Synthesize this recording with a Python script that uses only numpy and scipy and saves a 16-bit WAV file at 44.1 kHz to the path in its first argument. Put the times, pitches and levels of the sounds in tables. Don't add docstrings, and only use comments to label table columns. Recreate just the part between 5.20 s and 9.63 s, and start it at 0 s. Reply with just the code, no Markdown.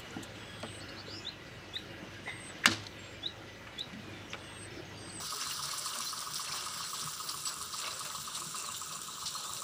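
import sys
import numpy as np
from scipy import signal
from scipy.fft import rfft, irfft
from scipy.io import wavfile

SR = 44100
rng = np.random.default_rng(int(sys.argv[2]) if len(sys.argv) > 2 else 0)


def dump_mix(stems):
    frames = np.atleast_2d(stems).T
    limited = np.clip(frames, -1, 1)
    pcm = np.round(limited * 32767).astype(np.int16)
    wavfile.write(sys.argv[1], SR, pcm)


def ratio_of_db(decibels):
    return 10 ** (np.asarray(decibels, float) / 20)


N = 195451

# pitch in Hz, level in dB per Hz.
STONE_FACING_BED = [(880, -6), (1500, -2.5), (2050, -11), (2240, -7.5), (2490, -15.5), (2750, -6.5),
                    (4020, -3), (5820, 0), (6680, -7), (7430, -5), (8770, -7.5), (10700, -12), (13300, -23),
                    (15400, -9)]
# pitch in Hz, level in dB per Hz.
STONE_FACING_CAB = [(880, -23.5), (1500, -9), (1880, -13), (2400, -12), (2830, -5), (3340, -5), (3830, 1.5),
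                    (4980, -5.5), (5770, 0), (6550, -4.5), (7360, -0.5), (10400, -14.5), (12500, -25),
                    (15400, -10.5)]
# time in seconds, level of the gravel in dB.
FLOW = [(0.0, -44), (0.38, -42.5), (0.46, -42), (1.18, -46.5), (1.29, -43), (2.05, -46), (2.43, -47.5),
        (2.76, -46.5), (2.94, -46.5), (3.39, -47.5), (3.82, -48.5), (4.06, -47), (4.18, -46.5),
        (4.43, -48.5)]
# lowest Hz, highest Hz, contacts per second,
# spread in dB, share of hard contacts, level in dB.
STONE_SIZES = [(2790, 6670, 3000, 1.4, 0.48, 0.12), (6530, 11120, 2200, 4.2, 0.9, 1.83),
               (10590, 18000, 1100, 5.5, 1.36, 6.0), (1207, 2716, 2000, 4.2, 1.1, 0.62)]
# time in seconds, grit in dB, dust in dB.
PUFFS = [(.33, -2, 5), (.66, 5.5, 4), (.75, 2.5, 4), (1.17, -2, 3), (1.24, 3.5, -5), (1.43, 1, -4),
         (1.5, 0, -4), (1.71, 3, 6), (1.91, 1, 4), (1.99, -2.5, 0), (2.03, 2, 1), (2.21, -1, 4),
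         (2.39, 1, 2), (2.49, -5, -7), (2.512, -0.5, -1), (1.075, -4, -1), (2.59, 3, -7), (2.73, -2, -1),
         (2.91, -1.5, -2), (3.05, -3, 1), (3.16, 6.5, 3), (3.25, 3, 2), (3.39, 1, 2.5), (3.58, 3.5, 4),
         (3.69, 1, -6), (3.85, -2, 3), (3.91, -1.5, 1), (3.97, -2, 2), (4.06, 0, -2)]
# crest in seconds, big stones in dB, bed plate in dB, length in seconds.
LURCHES = [(0.0, -53, -54, 0.04), (0.139, -76, -60.5, 0.045), (0.223, -44, -63, 0.083),
           (0.325, -45, -64, 0.037), (0.5, -53.5, -64.5, 0.49), (0.756, -50.5, -61, 0.19),
           (1.34, -51, -63, 0.47), (1.536, -56, -70.5, 0.89), (1.842, -51, -102, 0.11),
           (2.088, -52.5, -67, 0.11), (2.314, -50.5, -64, 0.15), (2.66, -43.5, -61.5, 0.23),
           (2.854, -47, -67, 0.19), (2.953, -66, -59.5, 0.059), (3.178, -49.5, -65, 0.17),
           (3.443, -49.5, -67, 0.24), (4.265, -62, -66.5, 1), (1.017, -56, -62, 0.069),
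           (1.65, -49, -81, 0.031), (1.975, -56, -80, 0.051), (3.085, -51, -79, 0.044),
           (3.74, -58, -63, 0.11), (4.245, -58, -65, 0.026)]
# start in seconds, peak in dB, centre in Hz, share of grit in dB.
SPILLS = [(0.2095, -17, 5940, -9), (0.299, -31, 4470, -5), (0.422, -19.5, 5340, -1),
          (0.5122, -38, 4460, -20), (0.5778, -25, 5320, 14.5), (0.653, -22, 4300, -19),
          (0.732, -19.5, 2900, -27), (0.812, -20, 6100, -13), (0.972, -22, 4000, -21),
          (1.156, -16, 5800, -5), (1.3155, -20, 5030, -8), (1.3826, -24.5, 5400, -13),
          (1.629, -24, 3900, -27), (1.7415, -20, 3970, -27), (1.7937, -26, 4180, 8), (1.808, -18, 5800, -3),
          (1.012, -22.5, 5200, -6), (1.198, -21, 5000, -6), (0.883, -22, 5200, -10),
          (2.579, -22.5, 5200, -8), (2.706, -23, 4600, -12), (3.115, -28, 4200, -8), (2.086, -18, 4670, -3),
          (2.2538, -19, 4930, -4), (2.269, -17.5, 4900, -12), (2.413, -24.5, 4600, 7),
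          (2.527, -20.5, 4360, -9), (2.561, -23, 5600, -3), (2.615, -21.5, 4020, -18),
          (2.639, -23, 3400, -10), (2.66, -20.5, 4130, -18), (2.9463, -23.5, 3800, -2),
          (3.146, -19, 3280, -25), (3.352, -21, 4300, 4), (3.542, -21.5, 3540, -24),
          (3.721, -23, 4700, -20), (4.056, -15.5, 4700, -15), (4.365, -23, 5400, 1)]
# start in seconds, peak in dB, pitch in Hz.
CLACKS = [(0.1408, -27, 5680), (0.1494, -30, 4200), (0.1885, -30, 4300), (0.2122, -29, 5510),
          (0.219, -30, 5920), (0.2728, -36, 5250), (0.31, -26, 5800), (0.443, -29, 4330),
          (0.4561, -29, 5170), (0.477, -31, 4090), (0.493, -27, 4220), (0.515, -27, 5530),
          (0.519, -34, 4330), (0.5849, -25, 6090), (0.6155, -39, 5450), (0.6753, -30, 2840),
          (0.732, -38, 3900), (0.807, -20, 5960), (0.824, -26, 5810), (0.8307, -33, 4070),
          (0.8626, -33, 5450), (1.0058, -28, 5100), (1.1372, -20, 5580), (1.1569, -20, 4770),
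          (1.1606, -26, 5530), (1.2051, -31, 4080), (1.266, -33, 4310), (1.3064, -26, 5700),
          (1.323, -28, 5250), (1.3254, -25, 4200), (1.331, -25, 5080), (1.3843, -26, 5490),
          (1.5287, -45, 5300), (1.5758, -34, 5750), (1.63, -24, 5560), (1.7478, -31, 5190),
          (1.7958, -27, 3810), (2.091, -21, 4360), (2.0952, -17, 5200), (2.2555, -27, 5430),
          (2.2753, -18, 4760), (2.415, -27, 4930), (2.616, -31, 3980), (2.6203, -33, 4330),
          (2.6453, -35, 2860), (2.662, -23, 5190), (2.7295, -28, 4670), (2.7395, -31, 5340),
          (2.8625, -28, 4030), (2.901, -28, 3700), (3.167, -30, 4090), (3.546, -31, 5960),
          (4.062, -26, 5480), (4.063, -25, 3680), (4.0707, -28, 4370), (4.072, -29, 4220),
          (4.367, -27, 5280)]
# start in seconds, peak in dB, peak of the bright edge in dB.
PEBBLES = [(0.126, -30, -47), (0.1683, -31, -39), (0.2155, -34, -45), (0.273, -26, -44), (0.3204, -33, -28),
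           (0.4562, -25, -40), (0.5151, -27, -54), (0.5818, -34, -41), (0.5945, -25, -41),
           (0.7876, -21.5, -49), (0.8963, -34, -46), (0.9228, -31, -43), (0.9793, -39, -43),
           (0.9913, -26, -49), (1.005, -27, -38), (1.0662, -36, -44), (1.144, -24, -29), (1.1553, -34, -51),
           (1.165, -30, -43), (1.2053, -31, -44), (1.2195, -34, -47), (1.4617, -31, -46),
           (1.7957, -32, -51), (1.842, -29, -51), (1.885, -33, -50), (2.0977, -28, -47), (2.149, -29, -35),
           (2.1739, -31, -44), (2.2222, -35, -46), (2.2381, -32, -47), (2.3415, -28, -54),
           (2.3642, -34, -41), (2.4271, -25.5, -44), (2.4615, -35, -41), (2.7946, -24.5, -45),
           (2.8016, -28, -51), (2.8132, -35, -49), (3.0298, -36, -35), (3.0676, -35, -55),
           (3.2011, -29, -48), (3.2094, -32, -55), (3.2727, -32, -42), (3.3804, -28, -45),
           (3.3863, -26, -41), (3.4245, -29, -49), (3.4644, -29, -38), (3.6156, -26.5, -49),
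           (3.817, -25, -50), (4.0359, -34, -41), (4.079, -27, -53), (4.142, -34, -43), (4.256, -45, -51),
           (4.3357, -23, -50), (4.3478, -36, -62), (4.3666, -36, -36), (4.403, -29, -44),
           (4.4203, -29, -47)]
# start in seconds, peak in dB, pitch in Hz.
DINGS = [(0.2134, -21.5, 2800), (0.31, -25, 2900), (0.312, -20, 2840), (0.7328, -26, 2900),
         (1.275, -23.5, 2700), (1.314, -23, 2350), (1.3833, -27, 2900), (1.632, -27, 2780),
         (2.2555, -27, 2830), (2.643, -20, 2900), (2.645, -22.5, 2200), (2.668, -26, 2260),
         (2.686, -32, 2550), (4.368, -27, 2790)]
# start in seconds, peak in dB, time to fall 60 dB in seconds.
PINGS = [
    (1.388, -54, .12),
    (1.648, -44, 0.34),
    (2.2538, -29.5, 0.18),
    (2.7387, -40, 0.09),
]
# start in seconds, length in seconds, first Hz, last Hz, peak in dB.
SQUEAKS = [(0.043, 0.024, 4100, 3990, -46), (.247, 0.051, 4130, 4140, -45), (0.317, 0.023, 4300, 4320, -44),
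           (0.325, .012, 4300, 4230, -53), (0.482, 0.016, 4370, 4360, -43), (0.504, 0.019, 4210, 4390, -42),
           (0.657, .012, 4380, 4380, -43), (0.667, 0.017, 4380, 4380, -41), (0.856, 0.035, 4100, 4140, -42),
           (0.9, 0.02, 4350, 4300, -40.5), (1.261, 0.036, 4300, 4300, -47), (1.625, 0.044, 4250, 4230, -42),
           (1.663, .014, 4100, 3870, -46), (2.702, 0.015, 3930, 4050, -44), (3.44, .016, 4560, 4350, -43),
           (3.454, 0.018, 4180, 4100, -43), (3.476, .017, 4000, 3780, -44), (3.552, 0.033, 3660, 3730, -52),
           (4.138, 0.048, 4150, 4180, -44), (4.189, 0.014, 4170, 4130, -44.5),
           (4.227, .013, 4200, 4130, -44), (4.232, 0.052, 3470, 3660, -50),
           (3.373, 0.044, 2740, 2690, -49.5), (3.499, .014, 2750, 2800, -46),
           (4.037, 0.084, 2920, 2900, -54.5)]
# pitch in Hz, width in Hz, loose rattle in dB.
BLOCK_MODES = [(1028, 40, -64), (1135, 45, -64), (1258, 50, -55.5), (900, 60, -72), (1470, 120, -69)]
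# crest in seconds after the
# cycle starts, level in dB.
KNOCKS = [
    [(0, -47), (.0136, -47), (.027, -53), (.038, -54), (.058, -53), (.098, -50), (.143, -46), (.1566, -51),
     (.177, -51), (.226, -58)],
    [(0, -42), (.0097, -47), (.054, -50), (.067, -53), (.098, -48), (.111, -50), (.1342, -49), (.143, -41),
     (.1544, -49), (.189, -50)],
    [(0, -41.5), (.00636, -42), (.044, -46), (.055, -48), (.069, -48), (.0885, -48), (.098, -44.5),
     (.116, -52), (.13505, -48), (.143, -44), (.15095, -47.5), (.176, -48), (.197, -49), (.232, -50)],
    [(.018, -54), (.051, -56), (.108, -57), (.14, -54), (.175, -56), (.193, -57)],
    [(.04, -55), (.092, -53), (.104, -54), (.178, -55), (.199, -55)],
]
CYCLE_EFFORT = [-0.46, -0.24, -0.36, 0.47, 0.83, -0.034, 1, 0.79, 0.3, -0.73, 0.9, 0.94, 0.64, 0.9, -0.011,
                -0.11, 1.3, 0.16]
# pitch in Hz, width in Hz, level in dB.
BED_RATTLE = [(1450, 240, -58.5), (564, 91, -67.5), (437, 127, -62), (2350, 80, -73), (2735, 17, -71.5),
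              (2900, 390, -68)]
CYLINDER_PUFFS = [24, 21, 25, 32, 28, 19]
# pitch in Hz, level in dB, time to fall 60 dB in seconds.
EXHAUST_MODES = [(45.3, -102, .25), (69.4, -103, 0.22), (99, -68, 0.048), (125, -69.5, 0.11),
                 (151, -74, 0.066)]
# crest in seconds, level in dB, pitch
# in Hz.
BOOMS = [(0.03, -62, 409), (0.04, -63.5, 506), (0.13, -62.5, 597), (0.16, -57, 419), (0.42, -62, 866),
         (0.48, -63, 635), (0.62, -61, 602), (0.76, -63, 699), (0.77, -70, 834), (0.77, -58.5, 602),
         (0.8, -64.5, 231), (1.08, -65, 403), (1.36, -62, 597), (1.37, -63, 398), (1.39, -72, 899),
         (1.42, -65, 349), (2.31, -68, 586), (2.43, -63.5, 409), (2.68, -60, 651), (2.68, -58.5, 597),
         (2.75, -60.5, 527), (2.87, -59.5, 602), (2.9, -60.5, 888), (2.96, -64, 549), (3.18, -67, 882),
         (3.23, -62, 339), (3.47, -64, 597), (3.49, -63, 231), (3.61, -63, 888), (4.06, -61, 888),
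         (4.21, -62, 823), (4.27, -64, 403), (4.31, -62, 893), (4.39, -63, 559)]
# crest in seconds, level in dB.
HUM_SWELLS = [(0.039, -52), (0.302, -50), (0.395, -48), (0.466, -48), (0.597, -56.5), (0.688, -55),
              (0.823, -53.5), (1.126, -49.5), (1.31, -54), (1.409, -52), (1.601, -51.5), (1.746, -57),
              (1.859, -44.5), (2.077, -50), (2.17, -50.5), (2.39, -57), (2.574, -55), (2.719, -52.5),
              (2.84, -53), (3.004, -48), (3.106, -56), (3.282, -49), (3.362, -58), (3.509, -72),
              (3.693, -61), (3.795, -58), (4.063, -51.5), (4.186, -59), (4.266, -61), (4.371, -60)]
# pitch in Hz, level in dB per Hz.
GROUND = [(18, -39), (30, -9.5), (146, -3), (233, -0.5), (337, -19), (417, -13), (495, -7), (596, -8),
          (759, -14.5), (900, -8), (1170, 6.5), (1980, -120)]
# delay in seconds, level in dB.
WALLS = [(.007, -24), (.013, -15), (.022, -32), (.037, -16.5)]

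TURN_START_S, TURN_END_S = 1.54, 3.8
GRIT_DB, GRIT_FOLLOWS = -47.5, 0.31
DUST_DB, DUST_FOLLOWS = -53.5, 0.11
PUFF_S = 0.015
LURCH_FALL_DB, LURCH_RISE = 20.5, 0.72
REST_STONES_DB, REST_PLATE_DB, REST_SAG_DB_PER_S = -57.5, -74.5, 1
SPILL_T60_S, SPILL_SHORTER_PER_S = 0.068, 0.017
SPILL_LONGER_PER_DB, SPILL_SWELL_S = .05, .003
SPILL_HOLD = 1.8
CLACK_CYCLES = 11.4
PING_HZ = 7926
SQUEAK_FADE_DB, SQUEAK_CREST = 4, 0.55
CYCLE_ZERO_S, CYCLE_S = .1255, .26853
HUNT_S, HUNT_CYCLES = .0017, 14.5
KNOCK_DB, KNOCK_SAG_DB_PER_S = 2.5, 0.5
BOOM_S = 0.026
SWELL_S, SWELL_REST_DB = 0.027, -60
LOW_DB, LOW_FOLLOWS = -59, 0.45
DRONE_DB, DRONE_FOLLOWS = -68.5, 1.53
FRAME_DB, FRAME_FOLLOWS, FRAME_SAG_DB_PER_S = -62.5, 0.78, 2
OVERLOAD = .075
TOP_HZ = 15480


def rms_one(x):
    return x / np.sqrt(np.mean(x ** 2) + 1e-20)


def drift(rate):
    r = np.exp(-40 * np.pi * rate / SR)
    noise = rng.standard_normal(N // 20 + 2002)
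    slow = signal.lfilter([1], [1, -2 * r, r * r], noise)[2000:]
    return np.interp(np.arange(N) / 20, np.arange(len(slow)), rms_one(slow))


def band(x, low_hz, high_hz, order=2):
    edges = [low_hz, min(high_hz, .45 * SR)]
    return signal.sosfilt(signal.butter(order, edges, "band", fs=SR, output="sos"), x)


def ring(clicks, hz, t60):
    r = ratio_of_db(-60 / (t60 * SR))
    w = 2 * np.pi * hz / SR
    return signal.lfilter([0, np.sin(w)], [1, -2 * r * np.cos(w), r * r], clicks + 1e-18)


def colour(x, spectrum):
    hz, db = np.transpose(spectrum)
    grid = np.linspace(1, SR / 2, 4097)
    curve_db = np.maximum(np.interp(np.log(grid), np.log(hz), db), -60)
    cepstrum = irfft(np.log(ratio_of_db(curve_db)))
    cepstrum[1:4096] *= 2
    cepstrum[4097:] = 0
    return signal.fftconvolve(x, irfft(np.exp(rfft(cepstrum))))[:N]


def strikes(times, gains):
    at = np.round(np.asarray(times) * SR).astype(int)
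    clicks = np.zeros(N)
    inside = (at >= 0) & (at < N)
    np.add.at(clicks, at[inside], np.asarray(gains)[inside])
    return clicks


def grains(per_s, spread_db, size=N):
    sizes = ratio_of_db(spread_db * np.minimum(rng.exponential(1, size), 4.2))
    sizes = sizes * rng.choice([-1, 1], size)
    return rms_one(sizes * (rng.random(size) < per_s / SR))


def bells(times, heights, width):
    t = np.arange(N) / SR
    return sum(h * np.exp(-((t - s) / width) ** 2) for s, h in zip(times, heights))


def heard(x):
    late = np.interp(np.arange(N) / SR, [TURN_START_S, TURN_END_S], [0, 1])
    return (1 - late) * colour(x, STONE_FACING_BED) + late * colour(x, STONE_FACING_CAB)


def pouring_db():
    s, db = np.transpose(FLOW)
    return np.interp(np.arange(N) / SR, s, db)


def lurch_db(column, rest_db):
    t = np.arange(N) / SR
    power = ratio_of_db(rest_db - REST_SAG_DB_PER_S * t) ** 2
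    for row in LURCHES:
        after = (t - row[0]) / max(row[3], .01)
        lost_db = LURCH_FALL_DB * np.maximum(after, -after / LURCH_RISE)
        power = power + ratio_of_db(row[column] - lost_db) ** 2
    return 10 * np.log10(power)


def slide():
    surge = drift(38)
    hard = grains(1200, 5.0)
    flow_db = pouring_db()
    swing = flow_db - flow_db.mean()
    s, grit_db, dust_db = np.transpose(PUFFS)
    levels = [flow_db + 0.48 * bells(s, np.minimum(grit_db, 0), PUFF_S),
              GRIT_DB + GRIT_FOLLOWS * swing + bells(s, grit_db, PUFF_S),
              DUST_DB + DUST_FOLLOWS * swing + bells(s, dust_db, PUFF_S),
              lurch_db(column=1, rest_db=REST_STONES_DB)]
    out = 0
    for (low_hz, high_hz, per_s, spread_db, share, db), level_db in zip(STONE_SIZES, levels):
        edges = np.geomspace(low_hz, high_hz, 5)
        patches = 0
        for low, high in zip(edges, edges[1:]):
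            contacts = share * hard + 0.52 * grains(per_s, spread_db)
            hiss = 0.48 * rng.standard_normal(N)
            patches = patches + ratio_of_db(1.54 * drift(15.0)) * band(contacts + hiss, low, high)
        out = out + rms_one(heard(patches)) * ratio_of_db(level_db + db + 1.05 * surge + .4 * drift(30))
    return out


def ringing_stones():
    pitches = np.geomspace(2200, 6200, 20)
    dealt = rng.integers(0, 20, N)
    ticks = grains(500, 3.6)
    rings = sum(ring(ticks * (dealt == k), hz, 200.0 / hz) for k, hz in enumerate(pitches))
    return ratio_of_db(pouring_db() - 8.0) * rms_one(heard(rings))


def spills():
    out = np.zeros(N)
    t = np.arange(8000) / SR
    for s, db, hz, grit_db in SPILLS:
        t60 = SPILL_T60_S * (1 - SPILL_SHORTER_PER_S * s) * np.exp(SPILL_LONGER_PER_DB * (db + 24.0))
        fade = ratio_of_db(-60 * (t / np.clip(t60, .02, .3)) ** SPILL_HOLD)
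        ticks = grains(9000, 3.7, size=8000) * fade * np.minimum(t / SPILL_SWELL_S, 1)
        burst = .9 * band(ticks, 2700, 6500, order=1)
        burst = burst + .6 * band(ticks, hz / 1.2, hz * 1.2)
        burst = burst + ratio_of_db(grit_db - 1.5) * band(ticks, 6800, 12000)
        i = int(s * SR)
        out[i:i + 8000] += ratio_of_db(db - 9.5) * burst[:N - i]
    return heard(out)


def clacks():
    out = np.zeros(N + 600)
    tap = np.eye(1, N)[0][:600]
    for s, db, hz in CLACKS:
        i = int((s - .0003) * SR)
        knock = band(ring(tap, hz, CLACK_CYCLES / hz), 2500, 6500)
        out[i:i + 600] += ratio_of_db(db + 1.5) * knock
    return out[:N]


def pebbles():
    s, db, edge_db = np.transpose(PEBBLES)
    body = band(ring(strikes(s - .0003, ratio_of_db(db + 5.5)), 8100, 0.0014), 4700, 13000)
    edge = band(strikes(s - .0002, ratio_of_db(edge_db + 13.0)), 10700, 17000)
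    scatter = signal.lfilter([1], [1, -np.exp(-1 / (0.002 * SR))], strikes(s, ratio_of_db(db - 3.0)))
    return body + edge + band(scatter * rng.standard_normal(N), 5000, 9400)


def struck_steel():
    dings = sum(ring(strikes([s], [ratio_of_db(db - 13.5)]), hz, 0.032) for s, db, hz in DINGS)
    return dings + sum(ring(strikes([s], [ratio_of_db(db)]), PING_HZ, t60) for s, db, t60 in PINGS)


def squeaks():
    out, t = np.zeros(N), np.arange(N) / SR
    waver, flutter = drift(120), drift(220)
    for s, length, first_hz, last_hz, db in SQUEAKS:
        gone = np.clip((t - s) / length, 0, 1)
        gate = np.clip(np.minimum(t - s, s + length - t) / 0.0006, 0, 1)
        hz = first_hz + (last_hz - first_hz) * gone
        fade_db = SQUEAK_FADE_DB * abs(gone - SQUEAK_CREST) / (1 - SQUEAK_CREST)
        tone = np.sin(2 * np.pi * np.cumsum(hz * (1 + .009 * waver)) / SR)
        out += gate * ratio_of_db(db + 1.5 - fade_db + 2.8 * flutter) * tone
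    return out


def cycle_starts():
    k = np.arange(-1, 17)
    return CYCLE_ZERO_S + CYCLE_S * k - HUNT_S * (1 - np.cos(2 * np.pi * k / HUNT_CYCLES))


def block_knocks():
    start = cycle_starts()
    cycle_db = KNOCK_DB - KNOCK_SAG_DB_PER_S * start + np.array(CYCLE_EFFORT)
    crest_s = .0034
    t60 = crest_s * np.log(1000)
    out = 0
    for (hz, _, _), knocks in zip(BLOCK_MODES, KNOCKS):
        after, db = np.transpose(knocks)
        jitter = .00005 * rng.standard_normal((len(start), len(after)))
        times = start[:, None] + after - np.round(crest_s * hz) / hz + jitter
        gains = ratio_of_db(cycle_db[:, None] + db + 1.0 * rng.standard_normal(times.shape))
        hits = strikes(times.ravel(), gains.ravel())
        out = out + ring(ring(hits, hz, t60), hz, 0.88 * t60) * 2 * np.e / (crest_s * SR)
    return ratio_of_db(-0.5) * out


def rattle():
    loose = grains(1500, 1.15)
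    shaken_db = lurch_db(column=1, rest_db=REST_STONES_DB) + 60.5
    out = 0
    for hz, width, db in BLOCK_MODES:
        shake = ring(ring(loose, hz, 2.2 / width), hz, .7 / width)
        out = out + ratio_of_db(db + 1.5 * drift(8)) * rms_one(shake)
    for hz, width, db in BED_RATTLE:
        shake = band(ring(loose, hz, 1.2 / width), hz - width - 40, hz + width + 40)
        out = out + ratio_of_db(db + 0.18 * shaken_db + 1.25 * drift(3.4)) * rms_one(shake)
    return out


def exhaust():
    start = cycle_starts()
    times = start[:-1, None] + np.diff(start)[:, None] * (np.arange(6) + 0.295) / 6
    gains = ratio_of_db(CYLINDER_PUFFS + 1.5 * rng.standard_normal(times.shape))
    puffs = strikes(times.ravel(), gains.ravel())
    out = 0
    for k, (hz, db, t60) in enumerate(EXHAUST_MODES):
        out = out + ratio_of_db(db) * rms_one(ring(puffs, hz, t60)) * (-1) ** k
    return out


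def booms():
    turns = 2 * np.pi * np.cumsum(1 + .006 * drift(15)) / SR
    return sum(bells([s], [ratio_of_db(db + 5.5)], BOOM_S) * np.sin(hz * turns) for s, db, hz in BOOMS)


def swells_db():
    s, db = np.transpose(HUM_SWELLS)
    return 10 * np.log10(ratio_of_db(SWELL_REST_DB) ** 2 + bells(s, ratio_of_db(db) ** 2, SWELL_S))


def rumble():
    hum_db = swells_db()
    swing = hum_db - hum_db.mean()
    plate_db = lurch_db(column=2, rest_db=REST_PLATE_DB)
    frame_db = FRAME_DB + FRAME_FOLLOWS * (plate_db - plate_db.mean())
    frame_db = frame_db - FRAME_SAG_DB_PER_S * np.arange(N) / SR
    dull = colour(rng.standard_normal(N), GROUND)
    low = ratio_of_db(LOW_DB + LOW_FOLLOWS * swing + 1.7 * drift(11.0)) * rms_one(band(dull, 58, 250))
    frame = ratio_of_db(frame_db + 3.0 * drift(3.4)) * rms_one(band(dull, 250, 450))
    plate = ratio_of_db(plate_db + 12.5) * rms_one(band(dull, 450, 950))
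    drone = np.sqrt(2) * np.sin(2 * np.pi * np.cumsum(151 * (1 + 0.026 * drift(6.6))) / SR)
    return low + frame + plate + ratio_of_db(DRONE_DB + DRONE_FOLLOWS * swing + 2.4 * drift(13.0)) * drone


def echoes(x):
    dull = signal.lfilter([.6], [1, -.4], x)
    return x + sum(ratio_of_db(db) * np.r_[np.zeros(int(s * SR)), dull][:N] for s, db in WALLS)


def scene():
    near = echoes(spills() + clacks() + pebbles() + struck_steel() + squeaks())
    stones = slide() + ringing_stones() + near
    engine = block_knocks() + rattle() + exhaust()
    return (stones + engine + booms() + rumble())[None]


def top_cut(x):
    return signal.sosfilt(signal.butter(12, 15770, fs=SR, output="sos"), x)


def record(dry):
    x = signal.sosfilt(signal.butter(4, 47, "high", fs=SR, output="sos"), dry)
    port_hz, port_width_hz, port_db = 6675, 340, -18
    port = signal.lfilter(*signal.iirpeak(port_hz, port_hz / port_width_hz, fs=SR), x)
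    x = x - (1 - ratio_of_db(port_db)) * port
    x = OVERLOAD * np.tanh(x / OVERLOAD)
    x = signal.sosfilt(signal.ellip(10, .1, 33, TOP_HZ, fs=SR, output="sos"), x)
    x = signal.sosfilt(signal.ellip(8, .1, 40, TOP_HZ + 330, fs=SR, output="sos"), x)
    return top_cut(x)


dry = scene()
out = record(dry)
dump_mix(out)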